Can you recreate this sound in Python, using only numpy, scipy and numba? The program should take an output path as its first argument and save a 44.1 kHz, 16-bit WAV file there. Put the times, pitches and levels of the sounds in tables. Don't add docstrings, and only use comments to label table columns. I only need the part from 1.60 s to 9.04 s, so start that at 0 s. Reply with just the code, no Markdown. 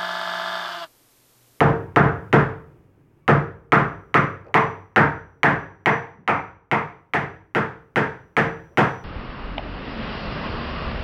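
import sys
import numpy as np
from scipy import signal
from scipy.fft import rfft, irfft
from scipy.io import wavfile
from scipy.ndimage import uniform_filter1d
from numba import njit

SR = 44100
rng = np.random.default_rng(int(sys.argv[2]) if len(sys.argv) > 2 else 0)


def bounce(signal):
    frames = np.transpose(np.atleast_2d(signal))
    limited = np.clip(frames, -1, 1)
    pcm = np.round(limited * 32767).astype(np.int16)
    wavfile.write(sys.argv[1], SR, pcm)


N = 328085

# (time [s], strike level [dB], sharp edge level [dB],
# timber thump level [dB], high batten mode level [dB], nail level [dB], nail pitch [Hz],
# nail overtone [Hz], head ring level [dB], head ring T60 [s])
BLOWS = [(0.005, -11, 8.5, -14.5, -13, -36.5, 1290, 1444, -64, 0.54),
         (0.3607, -10.5, 11, -13.5, -11, -5.5, 1400, 1790, -71.5, .8),
         (0.728, -10.5, 11, -15.5, -16, -10.5, 1360, 1763, -75, .5),
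         (1.679, -12, 8.5, -16.5, -17, -12, 1314, 1720, -67.5, 0.58),
         (2.1206, -9.5, 11.5, -17.5, -15, -6, 1330, 1940, -65.5, 0.9),
         (2.542, -9.5, 10, -19.5, -27.5, -8.5, 1295, 2000, -55.5, 0.48),
         (2.942, -9, 11, -22.5, -15, -11, 1114, 2000, -57, .65),
         (3.361, -9, 11.5, -19, -12.5, -6, 1490, 1860, -67.5, 1.06),
         (3.832, -5, 11.5, -20.5, -12.5, -28.5, 1220, 1700, -68, 1.14),
         (4.259, -8, 9, -25.5, -15, -21.5, 1190, 1880, -53, 0.53),
         (4.677, -13, 5.5, -27.5, -16.5, -14, 1330, 2230, -61.5, 0.57),
         (5.114, -12.5, 7, -27.5, -18.5, -16.5, 1260, 2100, -65, .6),
         (5.536, -13, 7.5, -26.5, -20.5, -22, 1410, 1880, -66, .7),
         (5.949, -15, 8, -25.5, -23.5, -16, 1370, 1750, -71, 0.72),
         (6.359, -13, 10, -23.5, -21.5, -16, 1515, 1724, -65.5, 0.87),
         (6.767, -10, 11.5, -22.5, -19.5, -19.5, 1345, 1740, -64.5, 1.16),
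         (7.173, -12.5, 14.5, -20.5, -14.5, -13.5, 1370, 1750, -65, 3.7)]
# (frequency [Hz], gain [dB])
MICROPHONE = [(25, -18), (80, -11), (150, -0.5), (1000, -2.5), (2000, -8), (2400, -7), (2800, -11),
              (3400, -15), (4100, -24), (5200, -25.5), (8000, -34), (16000, -42.5)]
PREAMP_DB = 8


def undb(db):
    return 10 ** (np.asarray(db) / 20)


def on_log(hz, table, axis):
    table = np.array(table, float)
    return np.interp(np.log(np.maximum(hz, 1)), np.log(table[:, 0]), table[:, axis])


def colour(x, table):
    gain_db = on_log(np.fft.rfftfreq(4096, 1 / SR), table, axis=1)
    cepstrum = irfft(np.log(undb(gain_db)))
    cepstrum[1:2048] *= 2
    cepstrum[2049:] = 0
    impulse_response = irfft(np.exp(rfft(cepstrum)))
    return signal.fftconvolve(x, impulse_response)[:len(x)]


def band(x, hz, width_hz):
    return signal.lfilter(*signal.iirpeak(hz, hz / width_hz, SR), x)


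def unit(x):
    return x / np.abs(x).max()


def decay(t, t60):
    return np.exp(-np.log(1000) * t / t60)


def add(out, s, x):
    i = int(s * SR)
    out[i:i + len(x)] += x[:len(out) - i]


def hammer():
    # (frequency [Hz], relative level [dB], T60 [s])
    prop_modes = [(126, -5, .35), (146, 0, .3), (165, -4, .3), (185, -7, .28), (225, -10, .3),
                  (282, -10, .3)]
    # (frequency [Hz], relative level [dB], T60 [s])
    batten_modes = [(322, -2, .36), (399, -3, .36), (452, 0, .42), (487, -8, .3), (540, -5, .32),
                    (614, -10, .28), (692, -8, .3), (716, -7, .3), (780, -6, .3), (820, -8, .3),
                    (928, -3, .33), (1120, -7, .26), (1220, -9, .2), (1298, -9, .24), (1415, -9, .24),
                    (1490, -9, .25), (1655, -10, .25), (1753, -8, .26), (1815, -10, .26), (1892, -10, .26),
                    (2160, -12, .25)]
    # (frequency [Hz], relative level [dB], T60 [s])
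    scaffold_modes = [(56, -8, 1.), (78, -4, .9), (93, 0, .85), (104, -4, .7)]
    flight_s = 0.00056
    boom_db, batten_low_db = -18, 4
    boom_growth, boom_from_db = 1, -17.5
    batten_split_hz = 650

    clicks, short, long = np.zeros(N), np.zeros(N), np.zeros(N)
    t = np.arange(SR * 3 // 5) / SR
    spread = (1 - np.exp(-t / 0.016)) * np.sqrt(1 - t / t[-1])
    chance = rng.standard_normal((len(BLOWS), 200))
    for blow, luck in zip(BLOWS, chance):
        s, strike_db, edge_db, prop_db, high_db, nail_db, nail_hz, over_hz, _, _ = blow
        s = s + flight_s
        deep_db = prop_db + boom_db + boom_growth * max(prop_db - boom_from_db, 0)
        low_db = prop_db + batten_low_db

        steel_click(clicks, s, strike_db, luck)
        rattle(clicks, s, edge_db)
        # (centre [Hz], width [Hz], peak level [dB])
        resonances = [(95., 50., deep_db - 10), (150., 120., prop_db),
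                      (410., 400., low_db), (850., 550., high_db),
                      (nail_hz, 510., nail_db), (over_hz, 800., strike_db + 1.5),
                      (3100., 700., strike_db - 20.5)]
        add(short, s, knock(edge_db, resonances))

        prop = ring(prop_modes, luck, t, scatter_db=3.5, detune=0.01)
        add(long, s, 0.25 * undb(prop_db) * spread * prop)
        boom = ring(scaffold_modes, luck[40:], t, scatter_db=1.0, detune=0.024)
        add(long, s, 1.1 * undb(deep_db) * spread * boom)
        struck = [(hz, db + (low_db if hz < batten_split_hz else high_db), t60)
                  for hz, db, t60 in batten_modes]
        batten = ring(struck, luck[::-1], t, scatter_db=3.0, detune=.02)
        add(long, s, .11 * spread * batten)
    return clicks, short, long


def steel_click(clicks, s, strike_db, luck):
    # (delay [s], amplitude ratio)
    click_echoes = [(.00097, .75), (.0058, 0.41)]
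    echo_scatter = .05
    impulse = (np.arange(2000) == 0) * 1.
    click = undb(strike_db + 9.5) * unit(band(impulse, 2040, 1050))
    add(clicks, s, click)
    for (delay_s, gain), off in zip(click_echoes, luck[100:]):
        add(clicks, s + delay_s * (1 + echo_scatter * off), gain * click)
    grit = np.diff(luck) * np.exp(-np.arange(len(luck) - 1) / SR / .0012)
    add(clicks, s, undb(strike_db) * 0.41 * grit)


def rattle(clicks, s, edge_db):
    level_db, t60_s, spread_db = -36, .2, 9.5
    size, sign = rng.standard_normal((2, SR // 5))
    grains = np.diff(sign * undb(spread_db * size), 2)
    grains = grains / grains.std()
    fade = decay(np.arange(len(grains)) / SR, t60_s)
    add(clicks, s, undb(edge_db + level_db) * grains * fade)


def knock(edge_db, resonances):
    f = np.geomspace(20, SR / 2, 200)
    power = undb(2 * edge_db) / (1 + (4240.0 / f) ** 4)
    for hz, width_hz, db in resonances:
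        peak = undb(db) * SR / (2 * np.pi * width_hz)
        detuning = (f - hz * hz / f) / width_hz
        power = power + (peak / (1 + detuning ** 2)) ** 2
    impulse = (np.arange(3000) == 0) * 1.
    return colour(impulse, np.transpose([f, 10 * np.log10(power)]))


def ring(modes, chance, t, scatter_db, detune):
    hz, db, t60 = np.repeat(np.transpose(modes), 3, axis=1)[:, :, None]
    gain = undb(db + scatter_db * chance[:len(hz), None])
    hz = hz * (1 + detune * chance[-len(hz):, None])
    fade = np.float32(-np.log(1000) * t / t60)
    phase = np.float32(2 * np.pi * hz * t)
    return gain[:, 0] @ (np.exp(fade) * np.sin(phase))


def head():
    steel_hz, sag_hz = 5885, 45
    rise_s, last_swing_s = .07, .42
    waver_db, waver_s = 2, .03
    out, hold = np.zeros(N), int(waver_s * SR)
    waver = uniform_filter1d(np.repeat(rng.standard_normal(N // hold + 1), hold), hold)[:N]
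    starts = [blow[0] for blow in BLOWS]
    ends = starts[1:] + [starts[-1] + last_swing_s]
    for (s, *_, db, t60), end in zip(BLOWS, ends):
        t = np.arange(int((end - s) * SR)) / SR
        hz = steel_hz - sag_hz * (t / t[-1]) ** 4
        ramps = np.minimum(np.minimum(t / rise_s, (t[-1] - t) / .005), 1)
        tone = np.sin(2 * np.pi * np.cumsum(hz) / SR)
        add(out, s, ramps * undb(db - 60 * t / t60) * tone)
    pickup_db = on_log(steel_hz, MICROPHONE, axis=1) + PREAMP_DB
    return out * undb(waver_db * waver - pickup_db + 6.5)


def squeak():
    # (time [s], pitch [Hz], level of the fundamental before mixing [dB])
    glide = [(1.59, 1120, -100), (1.61, 1125, -90), (1.65, 1140, -87), (1.678, 1180, -85)]
    out = np.zeros(N)
    s, hz, db = np.transpose(glide)
    t = np.arange(s[0], s[-1], 1 / SR)
    phase = 2 * np.pi * np.cumsum(np.interp(t, s, hz)) / SR
    tone = np.sin(phase) + 1.2 * np.sin(2 * phase)
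    add(out, s[0], undb(np.interp(t, s, db)) * tone)
    return out


def rumbles():
    # (time [s], length [s], level before windowing [dB], centre [Hz], width [Hz])
    swells = [(2.842, .09, -50.5, 544, 450), (4.54, 0.15, -57, 168, 138), (7.082, 0.1, -61, 476, 448)]
    out = np.zeros(N)
    for s, length_s, db, hz, width_hz in swells:
        luck = rng.standard_normal(SR // 4)
        x = band(band(luck, hz, width_hz), hz, width_hz)[:int(length_s * SR)]
        add(out, s, undb(db) * np.sqrt(np.hanning(len(x))) * x / x.std())
    return out


def ticks():
    # (time [s], peak level of the upper band before recording [dB])
    tick_times = [(2.8449, -51.5), (2.8666, -44), (2.8834, -44)]
    out, t = np.zeros(N), np.arange(SR // 20) / SR
    for s, db in tick_times:
        burst = rng.standard_normal(len(t)) * np.exp(-t / 0.0022)
        upper = unit(band(burst, 4600.0, 400.))
        lower = unit(band(burst, 2550., 300.))
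        add(out, s, undb(db) * (upper + 0.36 * lower))
    return out


def room():
    # (frequency [Hz], relative level [dB], T60 [s],
    # relative level of the slow tail from the spaces beyond [dB])
    reverberation = [(48.5, -6.5, 0.95, -10), (93, 5.5, 0.28, -30), (197, 4, 0.39, -37),
                     (426, 8, 0.26, -24.5), (600, 6, 0.45, -38), (760, 9, 0.29, -41.5),
                     (1000, 8, 0.46, -54.5), (2000, 8, 0.4, -55), (3700, -7.5, 0.16, -48.5),
                     (8000, -6.5, 0.13, -42.5), (15600, -4.5, 0.059, -39)]
    room_db, rise_s, beyond_t60_s = 9, 0.007, 1.25
    t, out = np.arange(2 * SR) / SR, 0
    for hz in 40 * 2 ** np.arange(0, 8.9, 1 / 3):
        t60 = on_log(hz, reverberation, axis=2)
        beyond = undb(on_log(hz, reverberation, axis=3)) * decay(t, beyond_t60_s)
        noise = band(rng.standard_normal(len(t)), hz, hz / 4)
        tail = noise * (decay(t, t60) + beyond)
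        out = out + undb(on_log(hz, reverberation, axis=1)) * tail
    out = out * (1 - np.exp(-t / rise_s)) * (1 - t / 2)
    return undb(room_db) * out / np.sqrt(np.sum(out ** 2))


def air():
    # (frequency [Hz], relative spectral density [dB per Hz])
    spectrum = [(15, -8), (25, -9.5), (27, -10), (108, 3.5), (212, -7.5), (326, -5), (354, -3.5),
                (591, -18.5), (1890, -27.5), (3340, -38.5), (16000, -44.5)]
    # (time [s], level [dB])
    air_level = [(0, -52), (1.5, -64.5), (3, -67.5), (5, -78.5), (7.44, -59.5)]
    before_mic = [(hz, db - on_log(hz, MICROPHONE, axis=1)) for hz, db in spectrum]
    x = colour(rng.standard_normal(N), before_mic)
    steps = np.repeat(rng.standard_normal(N // 4000 + 1), 4000)
    drift = uniform_filter1d(steps, 4000)[:N]
    level_db = np.interp(np.arange(N) / SR, *np.transpose(air_level))
    return undb(level_db + 1.5 * drift) * x / np.std(colour(x, MICROPHONE))


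def scene():
    clicks, short, long = hammer()
    short = short + squeak()
    starts = np.array([blow[0] for blow in BLOWS]) * SR
    blend = rng.uniform(0, np.pi, len(BLOWS) + 1)[np.searchsorted(starts, np.arange(N))]
    source = short + 0.22 * long
    wet = sum(signal.fftconvolve(share * source, room())[:N]
              for share in (np.cos(blend), np.sin(blend)))
    direct = clicks + 0.32 * short + long
    return (direct + wet + head() + rumbles() + ticks() + air())[None]


@njit
def follow(x, release):
    y, e = np.empty(len(x)), 1e-6
    for i in range(len(x)):
        e = max(x[i], e * release)
        y[i] = e
    return y


def record(dry):
    limit_db, ratio = -3, 24
    attack_s, release_s = .003, 0.12
    top_hz = 16700
    x = colour(dry[0], MICROPHONE) * undb(PREAMP_DB)
    envelope = follow(np.abs(x), np.exp(-1 / (release_s * SR)))
    over = np.maximum(envelope / undb(limit_db), 1)
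    lag = np.exp(-1 / (attack_s * SR))
    reduction = 1 - over ** (1 / ratio - 1)
    gain = 1 - signal.lfilter([1 - lag], [1, -lag], reduction)
    rounded = np.tanh(.9 * x * gain) / .9
    low_pass = signal.ellip(10, .2, 70, top_hz, fs=SR, output="sos")
    return signal.sosfilt(low_pass, rounded)[None]


dry = scene()
out = record(dry)
bounce(out)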